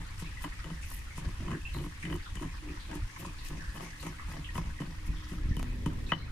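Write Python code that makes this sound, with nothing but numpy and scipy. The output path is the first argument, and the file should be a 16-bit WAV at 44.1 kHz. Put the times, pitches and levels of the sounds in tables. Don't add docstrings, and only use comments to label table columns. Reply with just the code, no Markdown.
import sys
import numpy as np
from scipy import signal
from scipy.fft import rfft, irfft
from scipy.io import wavfile
from scipy.ndimage import uniform_filter1d

SR = 44100
rng = np.random.default_rng(int(sys.argv[2]) if len(sys.argv) > 2 else 0)


def unload_audio(sound):
    columns = np.transpose(np.atleast_2d(sound))
    steps = np.round(np.clip(columns, -1, 1) * 32767)
    wavfile.write(sys.argv[1], SR, steps.astype(np.int16))


N = 278271
TIME = np.arange(N) / SR
HZ = np.arange(N // 2 + 1) * SR / N

# [hz, width_hz, level_db]
MORTAR_MODES = [(141.5, 12.8, -4), (161.8, 16.8, 1), (261, 22.6, -15), (302.3, 20.6, -7), (342, 26, -9),
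                (391, 64, -14), (550, 50, -10), (664, 73, -15), (750, 91, -2), (935, 36, -7),
                (1041, 66, -8), (1147, 51, -5.5), (1277, 68, -13.5), (1638, 66, -6), (1878, 82, -14),
                (2020, 113, -1.5), (2925, 31, -14.5), (3012, 65, -6), (2992, 10.7, -25), (3086, 110, -7.5),
                (7050, 65, -12)]
# [fastest_s, length_s, ticking_db, skidding_db, skid_pitch_hz]
GRAIN_SHOVES = [(0.198, 0.039, -58, -55, 9270), (0.426, 0.04, -59, -53, 10900),
                (0.83, 0.045, -58.5, -59, 8400), (0.918, 0.088, -64.5, -49.5, 10740),
                (1.179, 0.037, -56.5, -58.5, 9500), (1.762, 0.059, -66.5, -58.5, 10900),
                (1.838, 0.042, -65, -59, 10100), (2.028, 0.055, -59.5, -73, 10000),
                (2.124, 0.041, -65.5, -59, 10000), (2.412, 0.046, -63.5, -63, 10000),
                (2.95, 0.03, -57, -72, 10500), (3.2, 0.037, -58, -52, 12200),
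                (3.26, 0.041, -58.5, -71, 7000), (3.463, 0.05, -56.5, -56, 12500),
                (3.758, 0.039, -63.5, -58, 11000), (3.827, 0.054, -60, -59, 10800),
                (4.029, 0.086, -60.5, -58, 11150), (4.306, 0.064, -61.5, -64, 10700),
                (4.56, 0.037, -61, -54, 10500), (4.81, 0.03, -64, -64, 10000),
                (5.069, 0.0174, -60.5, -56.5, 10500), (5.307, 0.054, -60.5, -62, 10600),
                (5.872, 0.02, -64, -65, 10130), (6.093, 0.031, -65, -64, 6000)]
# [hz, level_db]
GRAIN_COLOUR = [(400, 6), (1500, -87), (2500, 15), (4000, 2), (6500, 6), (8000, 5), (9500, 5.5),
                (12000, -6), (15000, -20)]
# [time_s, level_db]
RUBBING_LEVEL = [(0, -59.5), (0.95, -61), (1.5, -63), (3.5, -59.5), (4.4, -59.5), (4.95, -60), (5.3, -57),
                 (5.65, -65.5), (6.31, -65)]
# [time_s, level_db]
WASH_LEVEL = [(0, -49.5), (5.4, -51), (5.7, -49.5), (6.31, -51.5)]


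def from_db(db):
    return 10 ** (np.asarray(db) / 20)


def rms_one(x):
    return x / np.sqrt(np.mean(x ** 2) + 1e-20)


def evened(x, window_s=0.067):
    local_power = uniform_filter1d(np.mean(x ** 2, axis=0), int(window_s * SR))
    return x / np.sqrt(local_power + .02 * np.mean(x ** 2))


def in_time(rows):
    s, *columns = np.transpose(rows)
    return [np.interp(TIME, s, column) for column in columns]


def at_hz(points, hz):
    point_hz, values = np.transpose(points)
    return np.interp(np.log(hz + 1e-3), np.log(point_hz), values)


def colour(x, spectrum):
    return irfft(rfft(x) * from_db(at_hz(spectrum, HZ)), N)


def bandpass(x, low_hz, high_hz, order=2):
    return signal.sosfilt(signal.butter(order, [low_hz, high_hz], "band", fs=SR, output="sos"), x)


def band(x, hz, ratio):
    ratio = max(ratio, 1.05)
    return bandpass(x + 1e-18, hz / ratio, min(hz * ratio, 20000))


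def drift(per_s):
    knots = rng.standard_normal(8000)
    return np.interp(TIME * per_s, np.arange(len(knots)), knots)


def ring(force, hz, width_hz):
    r, w = np.exp(-np.pi * width_hz / SR), 2 * np.pi * hz / SR
    return signal.lfilter([1, -r * np.cos(w)], [1, -2 * r * np.cos(w), r * r], force + 1e-18)


def clicks(times, sizes):
    out = np.zeros(N)
    samples = np.round(np.asarray(times) * SR).astype(int)
    np.add.at(out, np.clip(samples, 0, N - 1), sizes)
    return out


def random_clicks(per_s, spread_db):
    sizes = from_db(spread_db * np.minimum(rng.exponential(1, N), 4))
    return (rng.random(N) < per_s / SR) * sizes * rng.choice([-1, 1], N)


def bursts(force, decay_s):
    envelope = signal.lfilter([1], [1, -np.exp(-1 / (decay_s * SR))], force + 1e-18)
    return envelope * rng.standard_normal((2, N))


def pan(left_db):
    return from_db(np.array([[.5], [-.5]]) * left_db)


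def wide_noise(spectrum):
    # [hz, likeness_0_to_1]
    likeness = [(50, 0.98), (200, 0.91), (500, 0), (1000, 0.4), (2000, 0), (5000, 0)]
    alike = np.clip(at_hz(likeness, HZ), 0, .99)
    mid, side = rfft(rng.standard_normal((2, N)))
    stereo = np.sqrt(1 + alike) * mid + np.sqrt(1 - alike) * side * [[1], [-1]]
    return rms_one(colour(irfft(stereo, N), spectrum))


def mode_sound(force, hz, width_hz, left_db=3.5, lag_s=.00006):
    left = ring(force, hz, width_hz)
    sign = -1 if 700 < hz < 850 else 1
    right = sign * np.interp(TIME - lag_s, TIME, left)
    return np.array([left, right]) * pan(left_db * min(hz / 1500, 2))


def shifting(x, share, per_s):
    warped = TIME + np.cumsum(share * drift(per_s)) / SR
    return np.array([np.interp(warped, TIME, channel, period=N / SR) for channel in x])


def pressure(start, bear_s, ease_s, fade_s, lead_s=0):
    start_db, end_db = -6, -13
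    hardest, end = start + max(bear_s - lead_s, .002), start + bear_s + ease_s
    touching = np.clip(np.minimum(TIME - start, end - TIME) / fade_s + .5, 0, 1)
    return touching * from_db(np.interp(TIME, [start, hardest, end], [start_db, 0, end_db]))


def crushing(slips_per_s=250, spread_db=2.5, shudder_db=-2, crush_db=-2, dull_db=-6, fade_s=0.014,
             table_top_hz=370, crush_lead_s=0.039):
    # [start_s, bearing_down_s, easing_off_s, shudder_db, crushing_db, rocking_db]
    strokes = [(0.0, 0.011, 0.039, -41.5, -50, 2), (0.212, 0.006, 0.1, -44, -64, -3),
               (0.439, 0.02, 0.029, -38, -43, 17), (0.646, 0.052, 0.076, -39.5, -50, 3.5),
               (.9, 0.0205, 0.128, -50, -80, -19.5), (1.17, 0.13, 0.018, -41.5, -50, 1),
               (1.4, 0.15, 0.046, -33.5, -48.5, -1.5), (1.748, 0.059, 0.072, -33, -46, 8),
               (2.041, 0.11, 0.034, -34, -48.5, 5.5), (2.41, 0.022, 0.05, -34, -43, 17),
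               (2.626, 0.081, 0.068, -42, -52.5, 17), (2.888, 0.074, 0.046, -42.5, -43.5, 22),
               (3.189, 0.0806, 0.052, -41, -48.5, 2), (3.499, 0.024, 0.13, -38.5, -48.5, -1),
               (3.744, 0.095, 0.082, -41.5, -45, -2.5), (4.028, 0.027, 0.085, -38.5, -45, 6.5),
               (4.281, 0.12, 0.032, -39, -47, -4.5), (4.547, 0.018, 0.152, -36, -47, -7),
               (4.802, 0.0069, 0.13, -34, -48, -28), (5.07, 0.023, 0.13, -39.5, -58, -28),
               (5.314, 0.01, 0.09, -36, -51, 0.5), (5.47, 0.19, 0.058, -48, -81, 6),
               (5.857, 0.004, 0.077, -34, -48, 8)]
    shudder, crush = np.zeros((2, N))
    for start, bear_s, ease_s, low_db, high_db, _ in strokes:
        shudder += from_db(low_db) * pressure(start, bear_s, ease_s, fade_s)
        crush += from_db(high_db) * pressure(start, bear_s, ease_s, fade_s, crush_lead_s)
    slips, table, bowl = random_clicks(slips_per_s, spread_db), 0, 0
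    rocking = from_db(in_time(strokes)[-1])
    for hz, width_hz, db in MORTAR_MODES:
        force = slips * from_db(db) * (1 + 1.24 * rng.standard_normal(N))
        if hz < 450:
            table = table + mode_sound(force * (rocking if hz > 270 else 1), hz, width_hz)
        else:
            cushion = from_db(dull_db * np.log2(hz / 1000))
            bowl = bowl + mode_sound(force * cushion, hz, width_hz)
    table = bandpass(table, 115, table_top_hz, order=4)
    bowl = shifting(bandpass(bowl, 450, 4500), share=.025, per_s=9)
    table_sound = from_db(shudder_db) * shudder * evened(table, window_s=0.0245)
    bowl_sound = from_db(crush_db) * crush * evened(bowl, window_s=0.032)
    return table_sound + bowl_sound


def knocks(thud_trim_db=-8.5, knock_trim_db=-2, clack_trim_db=-2, ring_trim_db=0.0, crack_db=-7,
           contact_db=22, focus_db=8, focus_octaves=0.12, crack_s=.006):
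    # [time_s, knock_db, thud_db, clack_db, ring_db, crack_db, pitch_hz]
    contacts = [(0.221, -43.5, -28, -48.5, -61, -50, 985), (0.44, -36.5, -35, -34, -43, -46, 970),
                (0.445, -35, -62, -33.5, -41, -51, 1060), (0.6418, -43, -61, -41, -43, -49, 1240),
                (0.702, -41, -59.5, -57, -48, -62, 1280), (0.913, -43.5, -56, -59, -75, -57, 1090),
                (1.178, -38, -29.5, -44, -68, -48, 1010), (1.287, -45, -34.5, -53, -70.5, -51, 1070),
                (1.481, -36, -52.5, -44, -50.5, -63, 1120), (1.506, -42, -23, -42, -60, -52, 1060),
                (1.5147, -39, -25, -35, -44, -51, 1130), (1.531, -40, -27.5, -49, -70, -54, 1070),
                (1.745, -42, -61, -39, -52.5, -50, 1120), (1.785, -50, -49, -42, -43, -54.5, 1120),
                (1.842, -41.5, -38, -51, -61, -58.5, 1080), (1.862, -43, -29.5, -57, -67.5, -62.5, 1110),
                (2.052, -53, -34, -34, -37.5, -48.5, 1050), (2.1, -47, -28, -38, -42, -56, 1030),
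                (2.1254, -36.5, -34, -32.5, -35.5, -59.5, 1070), (2.153, -39.5, -44, -53, -47, -55, 990),
                (2.355, -51, -31.5, -39.5, -62, -43.5, 1050), (2.369, -45, -33, -47, -38.5, -63.5, 1060),
                (2.395, -46, -43, -52, -51, -62, 1050), (2.4224, -40, -28, -47, -63, -45, 1000),
                (2.442, -43, -27, -49, -55, -55, 1040), (2.913, -44, -31, -43, -48, -50, 1000),
                (2.954, -46, -26.5, -53, -70.5, -58, 1070), (3.2489, -37, -39, -50, -67.5, -56, 1030),
                (3.759, -43, -39, -54, -46, -54, 1050), (3.776, -51, -53, -50.5, -64, -50, 1070),
                (4.027, -43.5, -47, -39, -52, -43, 885), (4.066, -36, -28, -55, -46, -43.5, 780),
                (4.554, -36.5, -26.5, -38, -41, -47, 970), (4.579, -28.5, -20.5, -50, -58, -41.5, 1050),
                (4.803, -41, -19, -51, -45, -54, 1020), (4.818, -37.5, -26, -42, -45, -61.5, 970),
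                (5.317, -60, -29.5, -51, -54, -59, 910), (5.567, -43, -22, -50.5, -37.5, -52, 980),
                (5.595, -37, -34, -50, -48, -47, 760), (5.8602, -33, -17.5, -40, -37, -41.5, 940),
                (6.1194, -19.5, -19, -17.5, -21.5, -67, 1206), (6.133, -56, -45, -38, -28.5, -69, 1290)]
    s, knock, thud, clack, chime, crack, pitch = np.transpose(contacts)
    families = [thud + thud_trim_db, knock + knock_trim_db, clack + clack_trim_db, chime + ring_trim_db, crack]
    out = band(clicks(s, from_db(knock + contact_db)), 1400, 1.62) * pan(left_db=-3.0)
    for k, (hz, width_hz, db) in enumerate(MORTAR_MODES):
        family = np.searchsorted([450, 1450, 2500, 4000], hz)
        favoured = focus_db * np.exp(-(np.log2(hz / pitch) / focus_octaves) ** 2)
        uneven = rng.normal(0, 1, len(s))
        force = clicks(s, from_db(families[family] + db + favoured + uneven))
        sign = (-1) ** k if family else 1
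        struck = mode_sound(force, hz, width_hz, left_db=5.0)
        out = out + sign * bandpass(struck, hz / 1.25, min(hz * 1.42, 18000))
    cracks = bursts(clicks(s, from_db(crack + crack_db)), crack_s)
    return out + colour(cracks, GRAIN_COLOUR) * pan(left_db=12.5)


def thumps(damping=0.58, level_db=1, soft_hz=260):
    # [time_s, level_db, pitch_hz]
    bumps = [(1.408, -23.5, 123), (1.532, -26, 99.7), (1.765, -26, 110), (2.153, -37.5, 75),
             (2.457, -29, 90), (4.559, -32, 94), (5.102, -27.5, 75), (5.456, -24.5, 90),
             (5.487, -25.5, 65.3), (5.51, -17, 65.7)]
    out = sum(ring(clicks([s], [from_db(db + level_db)]), hz, damping * hz) for s, db, hz in bumps)
    return signal.sosfilt(signal.butter(4, soft_hz, fs=SR, output="sos"), out)


def lurches(level_db=-6, damping=1.2):
    # [time_s, level_db]
    pushes = [(0.686, -39), (0.715, -26), (1.269, -33.5), (1.413, -34), (1.444, -34), (1.769, -34),
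              (2.041, -34), (2.069, -35), (2.496, -40), (2.695, -32), (3.268, -31), (3.53, -36)]
    s, db = np.transpose(pushes)
    out = 0
    for hz, width_hz, mode_db in MORTAR_MODES:
        if hz < 450:
            uneven = rng.normal(0, 1.3, len(s))
            force = clicks(s, from_db(db + mode_db + level_db + uneven))
            out = out + mode_sound(force, hz, width_hz * damping)
    return band(out, 190, 1.4)


def dry_click(time_s=5.629, level_db=-5.5):
    return bandpass(clicks([time_s], [from_db(level_db)]), 150, 1200, order=1)


def shove(s, length, rise_share=0.39, fall_share=0.64):
    away = np.maximum((s - TIME) / rise_share, (TIME - s) / fall_share) / length
    return np.exp(-np.minimum(away, 8) ** 2 / 2)


def rice(grains_per_s=4000, grain_s=0.002, level_db=4.0):
    # [time_s, level_db]
    trickle = [(0, -63.5), (1.5, -63.5), (2.6, -65), (3.8, -62.5), (4.9, -66), (5.5, -68.5), (6.1, -66.5),
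               (6.15, -72)]
    shoved = sum((from_db(db) * shove(s, length)) ** 2 for s, length, db, _, _ in GRAIN_SHOVES)
    flow = np.sqrt(from_db(in_time(trickle)[0]) ** 2 + shoved)
    rate = grains_per_s * np.sqrt(flow / flow.mean())
    ticks = bursts(np.abs(random_clicks(rate, spread_db=1)), grain_s)
    return from_db(level_db) * flow * evened(colour(ticks, GRAIN_COLOUR)) * pan(left_db=3.5)


def skids(grains_per_s=700, grain_s=0.004, width_ratio=1.22, level_db=5):
    grains = evened(bursts(np.abs(random_clicks(grains_per_s, spread_db=3)), grain_s))
    out = sum(band(grains * (from_db(db) * shove(s, length)), hz, width_ratio)
              for s, length, _, db, hz in GRAIN_SHOVES)
    return from_db(level_db) * out * pan(left_db=-0.5)


def snaps(decay_s=0.00079, width_ratio=1.45, level_db=0):
    # [time_s, level_db, centre_hz]
    breaks = [(0.201, -33, 9000), (0.903, -32, 10200), (0.9466, -32, 11000), (0.967, -37, 10000),
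              (0.992, -37, 8000), (1.177, -36, 9500), (1.741, -36, 11000), (2.142, -35, 9000),
              (2.162, -35.5, 8000), (2.354, -33, 6960), (2.9536, -35, 8000), (3.193, -45, 12500),
              (3.264, -35.5, 6360), (3.4863, -30.5, 7500), (3.8229, -46.5, 9000), (4.325, -39, 8900),
              (4.579, -35, 8000), (5.072, -46, 9000), (5.5676, -32, 10100), (5.5934, -36, 8100),
              (5.629, -38, 8200), (5.861, -37, 9500)]
    out, t = np.zeros((2, N + SR)), TIME[:SR // 20]
    for s, db, hz in breaks:
        start = int(s * SR)
        puff = from_db(db + level_db) * np.exp(-t / decay_s) * rng.standard_normal((2, len(t)))
        out[:, start:start + len(t)] += band(puff, hz, width_ratio)
    return out[:, :N] * pan(left_db=1.5)


def scrapes(decay_s=0.0089, width_ratio=1.1, level_db=1, slips_per_s=900):
    # [time_s, level_db, pitch_hz]
    drags = [(0.01, -46, 1930), (0.322, -52, 1210), (0.52, -44.5, 1900), (0.523, -58, 1290),
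             (0.592, -46, 1350), (0.598, -48, 1920), (1.545, -49, 1750), (1.92, -45.5, 1750),
             (2.2, -45, 1900), (2.769, -44, 1000), (2.77, -48, 1900), (3.098, -47, 1850),
             (3.162, -46, 1030), (3.93, -48, 1800), (4.7, -44.5, 1680), (5.667, -47, 1923)]
    out, t = np.zeros((2, N + SR)), TIME[:SR // 10]
    for s, db, hz in drags:
        slips = (rng.random(len(t)) < slips_per_s / SR) * rng.standard_normal((2, len(t)))
        chatter, start = rms_one(band(slips, hz, width_ratio)), int(s * SR)
        out[:, start:start + len(t)] += from_db(db + level_db) * np.exp(-t / decay_s) * chatter
    return out[:, :N] * pan(left_db=2.0)


def rubbing(grains_per_s=350, grain_s=0.0041, unsteady_db=3.5):
    # [hz, level_db]
    crunch_colour = [(650, -19), (1000, -26), (1400, 2.5), (1900, 17.5), (2600, -14), (3600, 1), (5500, 8),
                     (8000, -24), (15000, -22)]
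    grains = bursts(np.abs(random_clicks(grains_per_s, spread_db=3)), grain_s)
    crunch = shifting(colour(grains, crunch_colour), share=0.13, per_s=14)
    level = from_db(in_time(RUBBING_LEVEL)[0] + unsteady_db * drift(15))
    return level * evened(crunch, window_s=0.23) * pan(left_db=2.0)


def crunches(per_s=15, cycles=11, low_hz=1000, high_hz=3100, count=12, over_rub_db=-3):
    out = 0
    for hz in np.geomspace(low_hz, high_hz, num=count):
        cracks = random_clicks(per_s, spread_db=2)
        ringing = mode_sound(cracks, hz, hz / cycles, left_db=2.0, lag_s=.00016)
        out = out + ringing * (1500 / hz) ** .5
    out = bandpass(out, 900, 4000, order=4)
    return from_db(in_time(RUBBING_LEVEL)[0] + over_rub_db) * rms_one(out)


def surroundings(x, tail_db=-12, t60=0.12, late_db=-14, late_t60=0.55):
    # [delay_s, left_db, right_db]
    echoes = [(.0047, -9.5, -66), (0.0146, -26, -7)]
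    t = TIME[:SR // 2]
    decay = from_db(-60 * t / t60) + from_db(late_db - 60 * t / late_t60)
    tail = rng.standard_normal((2, len(t))) * decay * (t > .003)
    response = from_db(tail_db) * tail / np.sqrt(np.sum(tail ** 2) / 2)
    for delay, left_db, right_db in echoes:
        response[:, int(delay * SR)] += from_db([left_db, right_db])
    response = bandpass(response, 350, 7000, order=1)
    return x + signal.fftconvolve(x, response, axes=1)[:, :N]


def swells_db():
    # [middle_s, length_s, change_db]
    swells = [(0.687, 0.035, -4), (0.89, 0.086, 4), (1.141, 0.0436, -7), (1.28, 0.024, 8),
              (1.57, 0.04, -15), (1.975, 0.11, -11), (2.15, 0.017, 4), (2.255, 0.024, -17),
              (3.032, 0.061, 13), (3.125, 0.045, -17), (3.693, 0.017, 11), (4.267, 0.031, 7),
              (4.69, 0.11, 6), (4.81, 0.036, -10.5), (5.116, .05, 9.5), (5.267, 0.086, -5.5),
              (5.475, 0.058, 6.5), (6.171, 0.028, -37)]
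    return sum(db * np.exp(-np.minimum(np.abs(TIME - s) / length, 6) ** 2) for s, length, db in swells)


def open_air(patchy_db=3.0, patches_per_s=22, rumble_db=6.0):
    # [hz, level_db]
    wash_colour = [(100, 13.5), (300, -3.5), (420, -9.5), (540, -4.5), (650, -14.5), (820, -5.5),
                   (1000, -5), (1400, -11.5), (1850, 1), (2500, -8), (3400, -7.5), (5500, -14),
                   (8200, -20.5), (9600, -20.5), (15000, -26.5)]
    # [time_s, level_db]
    hiss_level = [(0, 0.5), (5.0, 1.5), (5.4, 1), (5.51, -10), (5.6, 6), (5.76, -14), (5.95, -10),
                  (6.11, -1), (6.15, -15), (6.31, -3)]
    # [hz, level_db]
    rumble_colour = [(15, -4.5), (28, 2.5), (50, 0), (75, -2), (105, -9.5), (150, -30.5), (300, -31),
                     (600, -85)]
    # [time_s, level_db]
    rumble_level = [(0.0, -47), (0.6, -47.5), (0.91, -48.5), (1.62, -43), (2.07, -42.5), (2.44, -45.5),
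                    (3.22, -52.5), (3.53, -44.5), (3.81, -55), (4.08, -52.5), (4.53, -46), (4.83, -48.5),
                    (5.61, -40), (5.92, -43), (6.03, -43.5), (6.31, -45)]
    wash = from_db(in_time(WASH_LEVEL)[0]) * wide_noise(wash_colour)
    spectrum = rfft(wash)
    for centre in 1000 * 2 ** (np.arange(7) / 4):
        weight = np.clip(1 - np.abs(4 * np.log2((HZ + 1) / centre)), 0, 1)
        patch = irfft(spectrum * weight, N)
        wash = wash + patch * (from_db(patchy_db * drift(patches_per_s)) - 1)
    hiss = irfft(spectrum * np.clip((HZ - 4000) / 6000, 0, 1), N)
    wash = wash + hiss * (from_db(in_time(hiss_level)[0]) - 1)
    rumble = from_db(in_time(rumble_level)[0] + rumble_db + swells_db())
    return wash + rumble * evened(wide_noise(rumble_colour), window_s=0.107)


def short_chirps(level_db=4.0, decay_share=0.84, onset_s=.003):
    # [time_s, level_db, pitch_hz, width_hz, length_s]
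    chirps = [(0.225, -60, 3690, 990, 0.099), (0.255, -47, 2490, 250, 0.024),
              (0.369, -47, 1986, 120, 0.032), (0.564, -57, 2146, 610, 0.093),
              (0.827, -50.5, 2370, 400, 0.024), (1.102, -56, 2154, 400, 0.113),
              (1.525, -47.5, 1697, 400, 0.061), (1.65, -43, 2652, 217, 0.041),
              (1.689, -54, 2940, 450, 0.037), (1.735, -52.5, 4030, 450, 0.054),
              (2.026, -45, 2126, 715, 0.058), (2.251, -55, 3510, 700, 0.054),
              (2.259, -46.5, 1354, 251, 0.021), (2.685, -54, 2440, 600, 0.037),
              (2.796, -56, 3860, 1200, 0.1), (3.16, -45, 1830, 604, 0.011),
              (3.383, -55.5, 4130, 950, 0.076), (3.595, -52, 1714, 260, 0.21),
              (3.996, -54, 4290, 700, 0.0396), (4.194, -48.5, 1192, 263, 0.042),
              (4.184, -49.5, 1970, 400, 0.043), (4.442, -47.5, 2950, 700, 0.038),
              (4.487, -41.5, 1883, 120, 0.016), (4.787, -38.5, 1870, 155, 0.0057),
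              (5.16, -59, 3370, 710, 0.17), (5.51, -52, 1840, 188, 0.042), (6.063, -57, 3900, 900, 0.099),
              (6.09, -42, 2560, 160, 0.022), (6.186, -58.5, 4090, 300, 0.07),
              (6.277, -58, 1400, 249, 0.051)]
    out, t = np.zeros((2, N + SR)), TIME[:SR // 2]
    for s, db, hz, width_hz, length in chirps:
        lowpass = signal.butter(2, width_hz / 2, fs=SR, output="sos")
        slow = signal.sosfilt(lowpass, rng.standard_normal((2, 2, len(t))))
        phase = 2 * np.pi * hz * t
        narrow = evened(slow[0] * np.cos(phase) + slow[1] * np.sin(phase), window_s=0.11)
        shape, start = np.minimum(t / onset_s, 1) * np.exp(-t / (decay_share * length)), int(s * SR)
        out[:, start:start + len(t)] += from_db(db + level_db) * shape * narrow
    return out[:, :N]


def pips(per_s=12, spread_db=1.5, decay_s=0.017, over_wash_db=-8):
    out = 0
    for hz in np.geomspace(1000, 2500, num=8):
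        puffs = bursts(np.abs(random_clicks(per_s, spread_db)), decay_s)
        out = out + bandpass(puffs, hz - 110, hz + 110)
    return from_db(in_time(WASH_LEVEL)[0] + over_wash_db) * evened(out, window_s=0.47)


def motor(waver=0.0071):
    # [time_s, pitch_hz, level_db]
    motor_line = [(0, 301, -75.5), (4.9, 302.8, -64), (5.1, 306.9, -58), (5.55, 308.3, -54),
                  (5.62, 250.3, -48), (5.8, 239.6, -50.5), (6.05, 245.4, -59), (6.31, 241, -64)]
    # [time_s, level_db]
    drone_level = [(0, -65), (5.3, -53), (5.45, -45.5), (5.7, -41.5), (6.0, -40), (6.31, -47.5)]
    # [hz, level_db]
    drone_colour = [(70, 1.5), (110, 9.5), (170, -2), (250, -2.5), (380, -10.5), (550, -15.5), (1000, -41)]
    hz, db = in_time(motor_line)
    wavering_hz = hz * (1 + waver * drift(24.83))
    line = np.sqrt(2) * np.sin(2 * np.pi * np.cumsum(wavering_hz) / SR)
    return from_db(db) * line + from_db(in_time(drone_level)[0]) * wide_noise(drone_colour)


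def scene():
    blows = knocks() + thumps() + lurches() + dry_click()
    grains = crushing() + rice() + skids() + snaps() + scrapes() + rubbing() + crunches()
    return surroundings(blows + grains) + open_air() + short_chirps() + pips() + motor()


def record(dry, cutoff_hz=15350):
    return signal.sosfilt(signal.ellip(10, .3, 70, cutoff_hz, fs=SR, output="sos"), dry)


dry = scene()
out = record(dry)
unload_audio(out)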